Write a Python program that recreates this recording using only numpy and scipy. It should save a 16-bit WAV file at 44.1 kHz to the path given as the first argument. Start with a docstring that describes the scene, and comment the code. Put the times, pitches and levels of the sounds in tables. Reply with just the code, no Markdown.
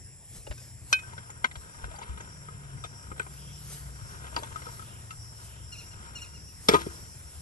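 """Cracked clay pot pulled apart in long grass

Hands work at the pot: shards clink and knock as dying modes under a gritty crunch, soil crumbles as a patter
of rasping crumbs, and the big half is tossed down and rocks to rest. Swishing grass, insects and distant air
are shaped noise; a small bird calls in sliding harmonics; an engine and a low hum drone far off as wavering
tones. A handheld two-port microphone hears each layer with its own phase and level between the ports."""
import sys
import numpy as np
from scipy import signal
from scipy.fft import rfft, irfft
from scipy.io import wavfile
from scipy.ndimage import uniform_filter1d

SR = 44100
rng = np.random.default_rng(int(sys.argv[2]) if len(sys.argv) > 2 else 0)


def digitize_waveform(pressure):
    """Quantize a signal to 16-bit integers and store it at the path in sys.argv[1].

    Rows of a 2-D input are taken as channels; values are limited to [-1, 1].
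    """
    field = np.atleast_2d(pressure).T
    bounded = np.clip(field, -1, 1)
    quanta = np.round(bounded * 32767).astype(np.int16)
    wavfile.write(sys.argv[1], SR, quanta)


N = 326781  # length [samples]
HZ = np.fft.rfftfreq(1024, 1 / SR)  # noise bins [Hz]
FRAMES = np.arange(N // 256 + 5) * 256 / SR  # noise frames [s]

# Distant rumble and hush, a relative spectrum set to AIR_DB overall: (frequency [Hz], density [dB per Hz])
AIR = [(15, -43), (25, -12), (107, 3), (220, -17), (680, -24), (1280, -32), (1810, -27), (2610, -31),
       (4130, -42), (4500, -41), (5850, -44), (9900, -120)]
AIR_DB = -51
# Insect bands without a pulse: (frequency [Hz], width [Hz], level [dB])
CHORUS = [(7510, 287, -60.5), (9750, 290, -56.5), (10570, 240, -68), (6200, 1800, -81)]
# Insect band that swells and fades: (frequency [Hz], width [Hz], level at THROB_TOP_S [dB])
THROB = [(5483, 252, -56.5)]
THROBS_PER_S, THROB_TOP_S = 1.72, 4.08
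THROB_DEPTH_DB, THROB_GROWTH_DB = 7.5, 0.83  # dip between swells [dB], steady growth [dB per s]
# A soft hiss rises and sinks: (time [s], level [dB])
SWELLS = [(3.48, -61.5), (4.93, -60.5), (5.549, -62)]
SWELL_HZ, SWELL_WIDTH_HZ, SWELL_S = 3040, 370, 0.096
# Grass colour, relative: (frequency [Hz], density [dB per Hz])
GRASS = [(300, 0.5), (1500, -3.5), (3000, -5), (8000, -0.5), (11400, 4.5), (12600, -24), (16500, -40)]
# Hands and feet brush the grass: (peak time [s], level in 10.5-12.5 kHz [dB], swell and fade [s])
SWISHES = [(0.366, -52, 0.037), (.62, -60, 0.14), (.93, -50, 0.031), (1.62, -62.5, 0.075),
           (3.34, -61, 0.21), (3.73, -49, 0.088), (4.12, -60, 0.12), (4.4, -55, 0.072), (4.74, -57.5, 0.31),
           (5.45, -55.5, 0.075), (5.82, -60.5, 0.089), (6.22, -65, .15), (6.73, -47, 0.059),
           (6.95, -56.5, 0.24), (7.35, -59.5, 0.15)]
STIR_DB = -88  # the grass never lies quite still

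# Low hum: (time [s], level [dB])
HUM = [(0, -71), (2.402, -60), (2.8, -53.5), (4.2, -47.5), (4.7, -56), (5.4, -55), (5.9, -51.5), (6.5, -55),
       (7.41, -56)]
HUM_HZ = 64.7
# Far engine: (time [s], cycle rate [Hz], level [dB])
ENGINE = [(0, 30.7, -76), (.6, 30.5, -52.5), (1.2, 29.4, -53), (1.6, 30, -74), (2.3, 37.3, -55.5),
          (2.75, 34.4, -48.5), (3.05, 33.2, -57), (3.55, 36.7, -49), (4.4, 32, -53), (4.8, 29, -49),
          (5.7, 27.2, -53), (6.2, 23, -58.5), (7.41, 20.2, -56.5)]
# Engine orders: (multiple of the cycle, relative level [dB])
ORDERS = [(3, -5), (4, 0.5), (5, -12.5)]
BOOM_HZ, BOOM_WIDTH_HZ, BOOM_DB = 100.2, 1.7, 8  # the exhaust lifts whichever order passes its note

# Bird calls: (time [s], level [dB], pitch [Hz], change of the late notes [dB], brightness [dB per harmonic])
CALLS_OF_BIRD = [(5.716, -49, 1426, -1, -0.5), (6.148, -46.5, 1440, -1.5, 0)]
# Notes of one call: (delay [s], relative level [dB], length [s])
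NOTES = [(0, 0, .056), (0.064, -1.5, .046), (0.19, -11, .053), (.325, -20.5, 0.051)]
LATE_S = .1  # notes delayed more than this are late ones
# Voice of the bird: (harmonic, relative level before brightness and fading [dB])
BEAK = [(1, -9.5), (2, 2.5), (3, -3), (4, 4.5), (5, -0.5), (6, -10)]

# Dull low bumps, one of them the low body of a pot knock: (time [s], level [dB], frequency [Hz], t60 [s])
THUMPS = [(0.384, -36, 51, 0.13), (0.503, -19, 55, 0.06), (1.443, -36, 247, 0.078),
          (1.568, -31.5, 66.4, 0.14), (1.832, -31.5, 53.2, 0.28), (1.869, -37.5, 89.5, 0.29),
          (2.093, -28, 64.5, 0.26), (2.748, -37, 125, 0.28), (4.019, -31.5, 109.1, 0.17),
          (6.689, -43, 62, 0.33), (6.75, -37, 72, 0.14)]
# Soil colour, relative: (frequency [Hz], density [dB per Hz])
SOIL = [(150, 16.5), (400, 7), (900, 0.5), (1500, 8.5), (2000, 2), (3000, 1), (4300, -10.5), (7000, -8),
        (12000, -70)]
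# Soil crumbling in the hands: (time [s], level [dB])
CRUMBLING = [(0, -100), (.76, -100), (.95, -60), (1.1, -54.5), (1.5, -60), (1.88, -51), (2.05, -52),
             (2.23, -52), (2.4, -57), (3.1, -56), (3.55, -63), (4.2, -52), (4.66, -53), (5.2, -60.5),
             (5.76, -60.5), (6.08, -52), (6.5, -65.5), (7.41, -61.5)]
SPILL_S, SPILL_DB, SPILL_RISE_S, SPILL_T60_S = 6.69, -37, 0.024, 0.75  # the landing shakes soil off the big half
# Ring of the pot: (frequency [Hz], relative level [dB], t60 [s])
POT = [(300, -10, .03), (470, -8, .03), (732, -6, .035), (920, -5, .035), (1061, -5, .03), (1250, -5, .035),
       (1540, -7, .035), (2083, -4, .03), (2400, -7, .025), (2875, -6, .025), (3257, -7, .022),
       (3600, -10, .022), (4700, -13, .02), (6966, -20, .025), (7900, -20, .025)]
# Crunch of rough clay, relative: (frequency [Hz], density [dB per Hz])
GRIT = [(40, -18), (150, -15), (400, -4), (1100, -7.5), (2300, 0), (3500, -5.5), (5000, -12.5), (8000, -13),
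        (12000, -16.5), (16500, -40)]
LUMPS_DB, LUMP_S = 4, 0.0024  # rough edges catch and slip, so the crunch comes in grains

# Single clear notes ring in and between the knocks: (time [s], level [dB], frequency [Hz], t60 [s])
CLEAR_NOTES = [(1.034, -45, 1545, .25), (1.445, -26, 3265, .035), (1.445, -28, 2875, .035),
               (1.444, -23, 1535, .04), (5.108, -39, 1300, .07), (4.668, -42, 480, .1),
               (1.303, -37, 7030, .045), (1.961, -42, 4690, .04), (1.989, -43, 6510, .03),
               (2.026, -44, 4750, .03), (2.208, -43, 6500, .04), (2.842, -37, 3550, .045),
               (2.842, -37, 2500, .045), (3.179, -42, 8030, .02), (3.1956, -34, 7890, .05),
               (3.197, -38, 3100, .04), (3.23, -41, 7900, .04), (4.364, -36, 7100, .02),
               (4.433, -38, 6300, .02), (4.433, -36, 3400, .03), (6.81, -40, 5300, .04)]
# Pieces still held in soil knock together:
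# (time [s], level [dB], added note [Hz], its level against the knock [dB], hardness [dB per octave])
KNOCKS = [(0.468, -34.5, 857, -7.5, 3), (0.473, -35.5, 560, -4, -21), (0.5095, -30, 600, -10, -2),
          (.99, -34, 3630, -8, 2), (1.134, -40.5, 930, -2, 2), (1.179, -35, 1516, -2, -3),
          (1.296, -40.5, 880, -4, -6), (1.443, -18, 1027, -9.5, -1.5), (1.4446, -17, 2120, 2, -1),
          (1.513, -36.5, 2040, -2, 3), (1.555, -31, 917, -10.5, 2.5), (1.841, -30, 1510, -5, -4.5),
          (1.881, -39, 1200, -12, -19), (1.913, -40, 644, -2, 1), (1.942, -41.5, 804, -1, -4),
          (1.962, -45, 860, -2, -2), (1.986, -41, 820, 3.5, -1), (2.016, -34.5, 927, -3, 2),
          (2.028, -31.5, 990, -12, -1.5), (2.175, -39, 1255, -4, 0), (2.205, -35, 945, -17, -3.5),
          (2.486, -37.5, 1254, -1.5, -5.5), (2.839, -29, 1253, -5.5, 20), (2.847, -30.5, 730, -9, 2),
          (3.116, -32.5, 1252, -2.5, -8.5), (3.179, -37.5, 740, -6, -5), (3.197, -30, 2460, 2, -1.5),
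          (3.199, -29.5, 1510, 5.5, -7), (3.219, -34.5, 1235, -14, 1), (3.265, -37, 747, -8, -7.5),
          (4.242, -35, 1301, -13, -5), (4.267, -35.5, 760, -16, 0), (4.327, -43.5, 650, -2, -8),
          (4.345, -40, 2830, 1, 1), (4.364, -17.5, 4770, -3.5, -0.5), (4.374, -28, 930, 0, -8.5),
          (4.388, -30.5, 4490, -5, -9), (4.424, -38, 610, -2, -10), (4.433, -29.5, 910, -4.5, -1),
          (4.472, -38, 1550, -7, -3), (4.522, -39, 1280, -9, -4), (4.559, -35.5, 1262, 6, -1),
          (4.619, -34.5, 1317, -13, -1), (4.658, -37.5, 950, -6, 3), (4.668, -38, 1290, 1, -4.5),
          (4.688, -42.5, 960, 1, -5), (4.795, -42, 1290, 2, 1), (4.824, -39.5, 1291, -3, 11),
          (5.107, -31.5, 2708, -4, 8)]
KNOCK_T60_S, RING_SHORTENS = 0.047, 0.49  # t60 at 1 kHz; it goes as pitch to the minus RING_SHORTENS
KNOCK_GRIT_DB, KNOCK_GRIT_T60_S = -2, 0.055
SOIL_DAMPS_HZ = 6300  # packed soil cushions the knocks and dulls their treble
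# A small free shard is struck: (time [s], peak [dB])
SHARD_BLOWS = [(.578, -42), (0.9276, -5.5)]
# Ring of the shard: (frequency [Hz], relative level [dB], t60 [s])
SHARD = [(506, -30, 0.014), (910, -8, 0.0076), (1153, 13.5, 0.008), (1546, -6, 0.097), (2160, -23, .12),
         (2516, -2, 0.15), (3080, -9.5, 0.11), (3625, -8.5, 0.063), (3740, -21, 0.093), (4150, -8, 0.056),
         (4700, -11, 0.035), (5150, -4.5, 0.024), (5980, 0, 0.027), (7740, -13.5, 0.019),
         (8660, -13, 0.014)]
# The big half lands, rocks and settles: (time [s], peak [dB], lift of the middle modes [dB],
# hardness [dB per octave], grit [dB], grit t60 [s])
HALF_BLOWS = [(6.686, -6.5, -5, 0, -4, 0.03), (6.6908, -9.5, -5, -2.5, -10, 0.061),
              (6.712, -20, -9, -3, -3.5, 0.18), (6.7365, -11, 11, -3, -8.5, 0.049),
              (6.7435, -11.5, 13.5, -2.5, -9.5, 0.059), (6.751, -10, 5, -4.5, -17, 0.067),
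              (6.762, -29, -2, -1, 4, 0.051), (6.766, -32, -4, -3.5, 2, 0.023),
              (6.789, -32, -4, -0.5, 0, 0.15), (6.81, -35.5, 3, -2, 6, 0.067),
              (6.866, -25.5, -12, -6.5, -22, 0.054)]
# Ring of the big half: (frequency [Hz], relative level [dB], t60 [s])
HALF = [(187.3, -6.5, 0.045), (285, 0, 0.051), (336, -18, 0.42), (394, 5, 0.05), (447, 1.5, 0.05),
        (562, -2, 0.024), (696, -12, 0.083), (880, -3.5, 0.063), (1023, -4.5, 0.097), (1236, -2.5, 0.13),
        (1378, -16, 0.27), (1970, -5, 0.07), (2400, -15.5, 0.18), (2600, -9, 0.057), (3400, -0.5, 0.032),
        (4070, -12, 0.046), (4370, -11, 0.044), (4720, -2, 0.047), (5330, -4, 0.047), (6440, -13, 0.039)]
MIDDLE_HZ, MIDDLE_OCTAVES = 920, 0.4  # blows on the rim reach these modes best
CHATTER_DB, CHATTER_S = 3.2, .012  # the rocking half touches grass and soil, so each mode flutters

# Port pair for the open field: (frequency [Hz], left leads [rad], left-right [dB], likeness [0-1])
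FIELD = [(29.8, -1.5, -2, 0.54), (65, 0.5, 3, 0.84), (191, 0.34, 2, 0.84), (725, 1.1, 2, 0.7),
         (2140, 1.44, 0.5, 1), (5500, 0.89, 2, 0.053), (8850, 1.5, 0, 1), (9315, -2.5, -2, 0.8),
         (9710, -2.5, 1, 1), (11680, -5, 0, 0.55), (16500, -1, -1, 0.63)]
# Port pair for the work nearby: (frequency [Hz], left leads [rad], left-right [dB])
NEAR = [(50, 0, 3), (350, .8, 5), (800, 1.8, 12), (1300, 2.3, 7), (1900, 3.1, -3), (2400, 6.3, 0),
        (3200, 7.9, 4), (4500, 12, 3), (6000, 13.5, 3), (8600, 18.9, -2), (12000, 12.6, 0), (16500, 4.2, 0)]
# Bumps reach the two ports unevenly: (frequency [Hz], left leads [rad], left-right [dB])
BODY = [(30, 1.2, 0), (150, 0.9, 6)]
# The pickup narrows early on, then opens: (time [s], narrow share [0-1])
NARROW = [(0, 0.16), (.45, 0.84), (.86, 0.18), (.915, 0.14)]
ECHO_DB, ECHO_T60_S = -6, 0.041  # ground, legs and stems scatter the nearby sound, differently to each port
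# Overall tone, the lowest bass and the top treble softened: (frequency [Hz], gain [dB])
TONE = [(20, -8), (40, -1), (12300, 1.5), (13300, -17), (16500, -9)]
EDGE_HZ = 16000  # top of the band


def amp(db):
    """Amplitude from decibels."""
    return 10 ** (np.asarray(db) / 20)


def evened(x):
    """Scales to an RMS of 1."""
    return x / np.sqrt(np.mean(abs(x) ** 2) + 1e-20)


def read(rows, at, warp=np.log1p):
    """Every column of a table at the given places."""
    key, *columns = np.transpose(rows)
    return np.array([np.interp(warp(at), warp(key), c) for c in columns])


def add(mix, s, sound):
    """Lays a sound into the mix at a time in seconds."""
    part = mix[round(s * SR):][:len(sound)]
    part += sound[:len(part)]


def wander(shape, size):
    """Smooth random drift of RMS 1, averaged twice over so many samples."""
    once = uniform_filter1d(rng.standard_normal(shape), size)
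    return evened(uniform_filter1d(once, size))


def colour(x, rows, tilt=0):
    """Filters by a table of (frequency [Hz], gain [dB]) and a tilt in dB per octave."""
    hz = np.fft.rfftfreq(x.shape[-1], 1 / SR)
    gain_db = read(rows, hz)[0] + tilt * np.log2((hz + 200) / 1200)
    return irfft(rfft(x) * amp(gain_db), x.shape[-1])


def ports(x, pair):
    """One sound as the two ports hear it: shifted apart, their sum kept level unless they nearly cancel."""
    lead, balance_db = read(pair, np.fft.rfftfreq(N, 1 / SR))[:2]
    half = amp(balance_db / 2) * np.exp(.5j * lead)
    level = np.maximum(abs(half + 1 / half) / 2, .5)
    return irfft(rfft(x) * np.array([half, 1 / half]) / level, N)


def field_noise(level, patchy_db):
    """Noise of the given level (bins x frames) with drifting patches, partly alike at both ports."""
    a, b, c, d, patches = rng.standard_normal((len(FRAMES), len(HZ), 5)).T
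    patches = uniform_filter1d(patches, size=8, axis=0)
    patches = evened(uniform_filter1d(patches, size=10, axis=1))
    lead, balance_db, like = read(FIELD, HZ)[:, :, None]
    like = np.clip(like + (1 - like) * read(NARROW, FRAMES, np.asarray), 0, 1)
    right = a + 1j * b
    left = (like * right + np.sqrt(1 - like ** 2) * (c + 1j * d)) * np.exp(1j * lead)
    pair = np.array([left * amp(balance_db / 2), right / amp(balance_db / 2)])
    pair = pair * level * amp(patchy_db * patches)
    unit = 1 / np.sqrt(np.mean(signal.istft(right, nperseg=1024, noverlap=768)[1] ** 2))
    return unit * signal.istft(pair, nperseg=1024, noverlap=768)[1][:, :N]


def insect_band(hz, width):
    """A bell-shaped noise band; its power has the given standard deviation in Hz."""
    return evened(np.exp(-.25 * ((HZ - hz) / width) ** 2))[:, None]


def insects():
    """Power of the insect bands, one of them throbbing and growing, and of the soft hiss."""
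    power = sum((amp(db) * insect_band(hz, width)) ** 2 for hz, width, db in CHORUS)
    since_top = FRAMES - THROB_TOP_S
    swell_db = THROB_DEPTH_DB * (np.cos(2 * np.pi * THROBS_PER_S * since_top) - 1) / 2
    swell_db += THROB_GROWTH_DB * since_top
    for hz, width, db in THROB:
        power = power + (amp(db + swell_db) * insect_band(hz, width)) ** 2
    for s, db in SWELLS:
        hiss = amp(db) * insect_band(SWELL_HZ, SWELL_WIDTH_HZ)
        power = power + hiss ** 2 * np.exp(-((FRAMES - s) / SWELL_S) ** 2)
    return power


def swishing(t):
    """Each swish swells and fades evenly about its peak, over a faint stir."""
    swishes = sum(amp(db - 9.1 * (abs(t - s) / span) ** 0.73) ** 2 for s, db, span in SWISHES)
    return np.sqrt(amp(STIR_DB) ** 2 + swishes)


def field():
    """Rumble, insects and swishing grass add as powers."""
    air = amp(AIR_DB) * evened(amp(read(AIR, HZ).T))
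    grass = amp(read(GRASS, HZ).T)
    top = (HZ > 10500) & (HZ < 12500)  # the band that sets the grass level
    grass = grass / np.sqrt(np.mean(top * grass[:, 0] ** 2)) * swishing(FRAMES)
    return field_noise(np.sqrt(air ** 2 + insects() + grass ** 2), patchy_db=2.1)


def hum():
    """One low tone, unsteady in pitch and level."""
    turns = np.cumsum(HUM_HZ * (1 + 0.0394 * wander(N, size=9000))) / SR
    level_db = read(HUM, np.arange(N) / SR, np.asarray)[0] + 3.15 * wander(N, size=5000)
    return np.sqrt(2) * amp(level_db) * np.sin(2 * np.pi * turns)


def engine():
    """Low orders of the firing cycle, wavering a little in pitch; the exhaust note boosts them in passing."""
    hz, level_db = read(ENGINE, np.arange(N) / SR, np.asarray)
    turns = np.cumsum(hz * (1 + 0.007 * wander(N, size=2500))) / SR
    out = np.zeros(N)
    for k, db in ORDERS:
        boom_db = BOOM_DB * np.exp(-.5 * ((k * hz - BOOM_HZ) / BOOM_WIDTH_HZ) ** 2)
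        tone = np.sin(2 * np.pi * (round(k) * turns + rng.random()))
        out += np.sqrt(2) * amp(level_db + db + boom_db) * tone
    return out


def bird_note(hz, length, bright_db, lift=.04, fall=.33, knee=3.0):
    """A nasal note that starts a little flat, holds, then slides down; the upper harmonics fade first."""
    u = np.arange(round(length * SR)) / (length * SR)  # 0-1 through the note
    turns = np.cumsum(hz * (1 - lift * np.exp(-u / 0.13) - fall * u ** knee)) / SR
    note = 0
    for k, db in BEAK:
        fade_db = (15.0 + 24.0 * (k > 3)) * u ** 2.0
        note = note + amp(db + bright_db * k - fade_db) * np.sin(2 * np.pi * k * turns)
    return evened(note) * signal.windows.tukey(len(u), .45)


def bird():
    """Calls of several notes, with a noise-like tail of echoes thrown back by the bushes."""
    out = np.zeros(N)
    for s, db, hz, late_db, bright_db in CALLS_OF_BIRD:
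        for lag, note_db, length in NOTES:
            level = amp(db + note_db + late_db * (lag > LATE_S))
            add(out, s + lag, level * bird_note(hz, length, bright_db))
    echoes = rng.standard_normal(9000) * amp(-60 * np.arange(9000) / SR / 0.24)
    return out + amp(-3.5) * signal.oaconvolve(out, echoes / np.linalg.norm(echoes))[:N]


def thumps():
    """Each bump is a soft low push: a sine that rises fast and dies away."""
    out, t = np.zeros(N), np.arange(SR // 2) / SR
    for s, db, hz, t60 in THUMPS:
        push = amp(db - 60 * t / t60) * (1 - np.exp(-t / 0.0035))
        add(out, s, push * np.sin(2 * np.pi * hz * t))
    return out


def crunch(t, hardness, t60):
    """Grainy noise of rough clay edges; a longer scrape starts softer."""
    grit = colour(rng.standard_normal(len(t)), GRIT, hardness)
    grit = grit * amp(-60 * t / t60) * (1 - np.exp(-t / (0.037 * t60)))
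    return grit * amp(LUMPS_DB * wander(len(t), round(LUMP_S * SR)))


def ring(modes, peak_db, hardness, grit_db, grit_t60, scatter_db, detune=0, rise_cycles=0.14, chatter_db=0,
         count=12000):
    """One blow: dying modes, unevenly excited, over the crunch of rough edges."""
    t = np.arange(count) / SR
    hz, db, t60 = np.transpose(modes)[:, :, None]
    hz = hz * (1 + detune * rng.standard_normal(hz.shape))
    db = db + hardness * np.log2(hz / 1000) + scatter_db * rng.standard_normal(hz.shape)
    tones = amp(db - 60 * t / t60) * np.sin(2 * np.pi * (hz * t + rng.random(hz.shape)))
    if chatter_db:
        tones = tones * amp(chatter_db * wander(tones.shape, round(CHATTER_S * SR)))
    tones = (tones * (1 - np.exp(-t * hz / rise_cycles))).sum(0)
    grit = crunch(t, hardness, grit_t60)
    sound = tones / abs(tones).max() + amp(grit_db) * grit / abs(grit).max()
    return amp(peak_db) * sound / abs(sound).max()


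def crumbling(t):
    """The hands work the soil loose; the landing spills what is left."""
    after = np.maximum(t - SPILL_S, 0)
    spill = amp(SPILL_DB - 60 * after / SPILL_T60_S) * (1 - np.exp(-after / SPILL_RISE_S))
    return np.hypot(amp(read(CRUMBLING, t, np.asarray)[0]), spill)


def soil(per_s=450, spread_db=2.5, ring_db=-6.0):
    """Crumbs of uneven size patter down; each rasps briefly and sets the pot ringing."""
    sizes = amp(spread_db * np.minimum(rng.exponential(1, N), 4))
    crumbs = sizes * (rng.random(N) < per_s / SR) * rng.choice([-1, 1], N)
    pot = signal.oaconvolve(crumbs, ring(POT, 0, -1.9, -68, 1, 0, count=4000))[:N]
    fade = amp(2 * -60 * np.arange(800) / SR / 0.15)  # power fade of one rasp
    rasp_level = np.sqrt(abs(signal.oaconvolve(crumbs ** 2, fade)[:N]))
    rasp = colour(rasp_level * rng.standard_normal(N), SOIL)
    patter = evened(rasp) + amp(ring_db) * evened(pot)
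    return evened(patter) * crumbling(np.arange(N) / SR)


def clear_notes():
    """Single clear notes in and between the knocks: each one dying mode with a gritty tick."""
    out = np.zeros(N)
    for s, db, hz, t60 in CLEAR_NOTES:
        add(out, s, ring([(hz, 0, t60)], db, 0, grit_db=0.0, grit_t60=0.009, scatter_db=0, rise_cycles=0.87,
                         count=6000))
    return out


def knocks():
    """Held pieces ring on the pot's modes, dulled by soil, with one added note of its own level."""
    out = np.zeros(N)
    for s, db, hz, note_db, hardness in KNOCKS:
        # detuned because pieces differ in size
        body = ring(POT, db - 3.5, hardness, KNOCK_GRIT_DB, KNOCK_GRIT_T60_S, scatter_db=5.0, detune=0.013,
                    rise_cycles=0.19, count=6000)
        add(out, s, signal.lfilter(*signal.butter(2, SOIL_DAMPS_HZ, fs=SR), body))
        note = (hz, 0, KNOCK_T60_S * (hz / 1000) ** -RING_SHORTENS)  # higher notes die sooner
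        add(out, s, ring([note], db - 2.5 + note_db, 0, -54, 1, 0, rise_cycles=0.22, count=6000))
    return out


def shard():
    """The free shard clinks: its modes build over a few cycles, then die."""
    out = np.zeros(N)
    for s, db in SHARD_BLOWS:
        add(out, s, ring(SHARD, db, 0, grit_db=-8.5, grit_t60=0.033, scatter_db=2.3, rise_cycles=2.9))
    return out


def big_half():
    """The big half lands and rocks: each blow lifts or spares the middle modes, and all of them flutter."""
    out = np.zeros(N)
    for s, db, lift_db, *touch in HALF_BLOWS:
        modes = []
        for hz, mode_db, t60 in HALF:
            octaves = np.log2(hz / MIDDLE_HZ)
            modes.append((hz, mode_db + lift_db * np.exp(-.5 * (octaves / MIDDLE_OCTAVES) ** 2), t60))
        add(out, s, ring(modes, db, *touch, scatter_db=1.5, detune=0.0017, chatter_db=CHATTER_DB, count=9000))
    return out


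def scene():
    """Field and far sources behind, pot and soil close by with scattered early echoes."""
    background = field() + ports(engine() + hum() + bird(), FIELD)
    near = soil() + clear_notes() + knocks() + shard() + big_half()
    narrow = read(NARROW, np.arange(N) / SR, np.asarray)
    echoes = rng.standard_normal((2, 3000)) * amp(-60 * np.arange(3000) / SR / ECHO_T60_S)
    echoes = echoes / np.linalg.norm(echoes[0])
    scattered = amp(ECHO_DB) * signal.oaconvolve(near[None], echoes, axes=1)[:, :N]
    direct = narrow * ports(near, FIELD) + (1 - narrow) * ports(near, NEAR)
    return background + ports(thumps(), BODY) + direct + scattered


def record(dry):
    """Overall tone by frequency, then the band limit."""
    band_limit = signal.firwin(511, EDGE_HZ, window=("kaiser", 9), fs=SR)
    return signal.oaconvolve(colour(dry, TONE), band_limit[None], "same")


dry = scene()
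out = record(dry)
digitize_waveform(out)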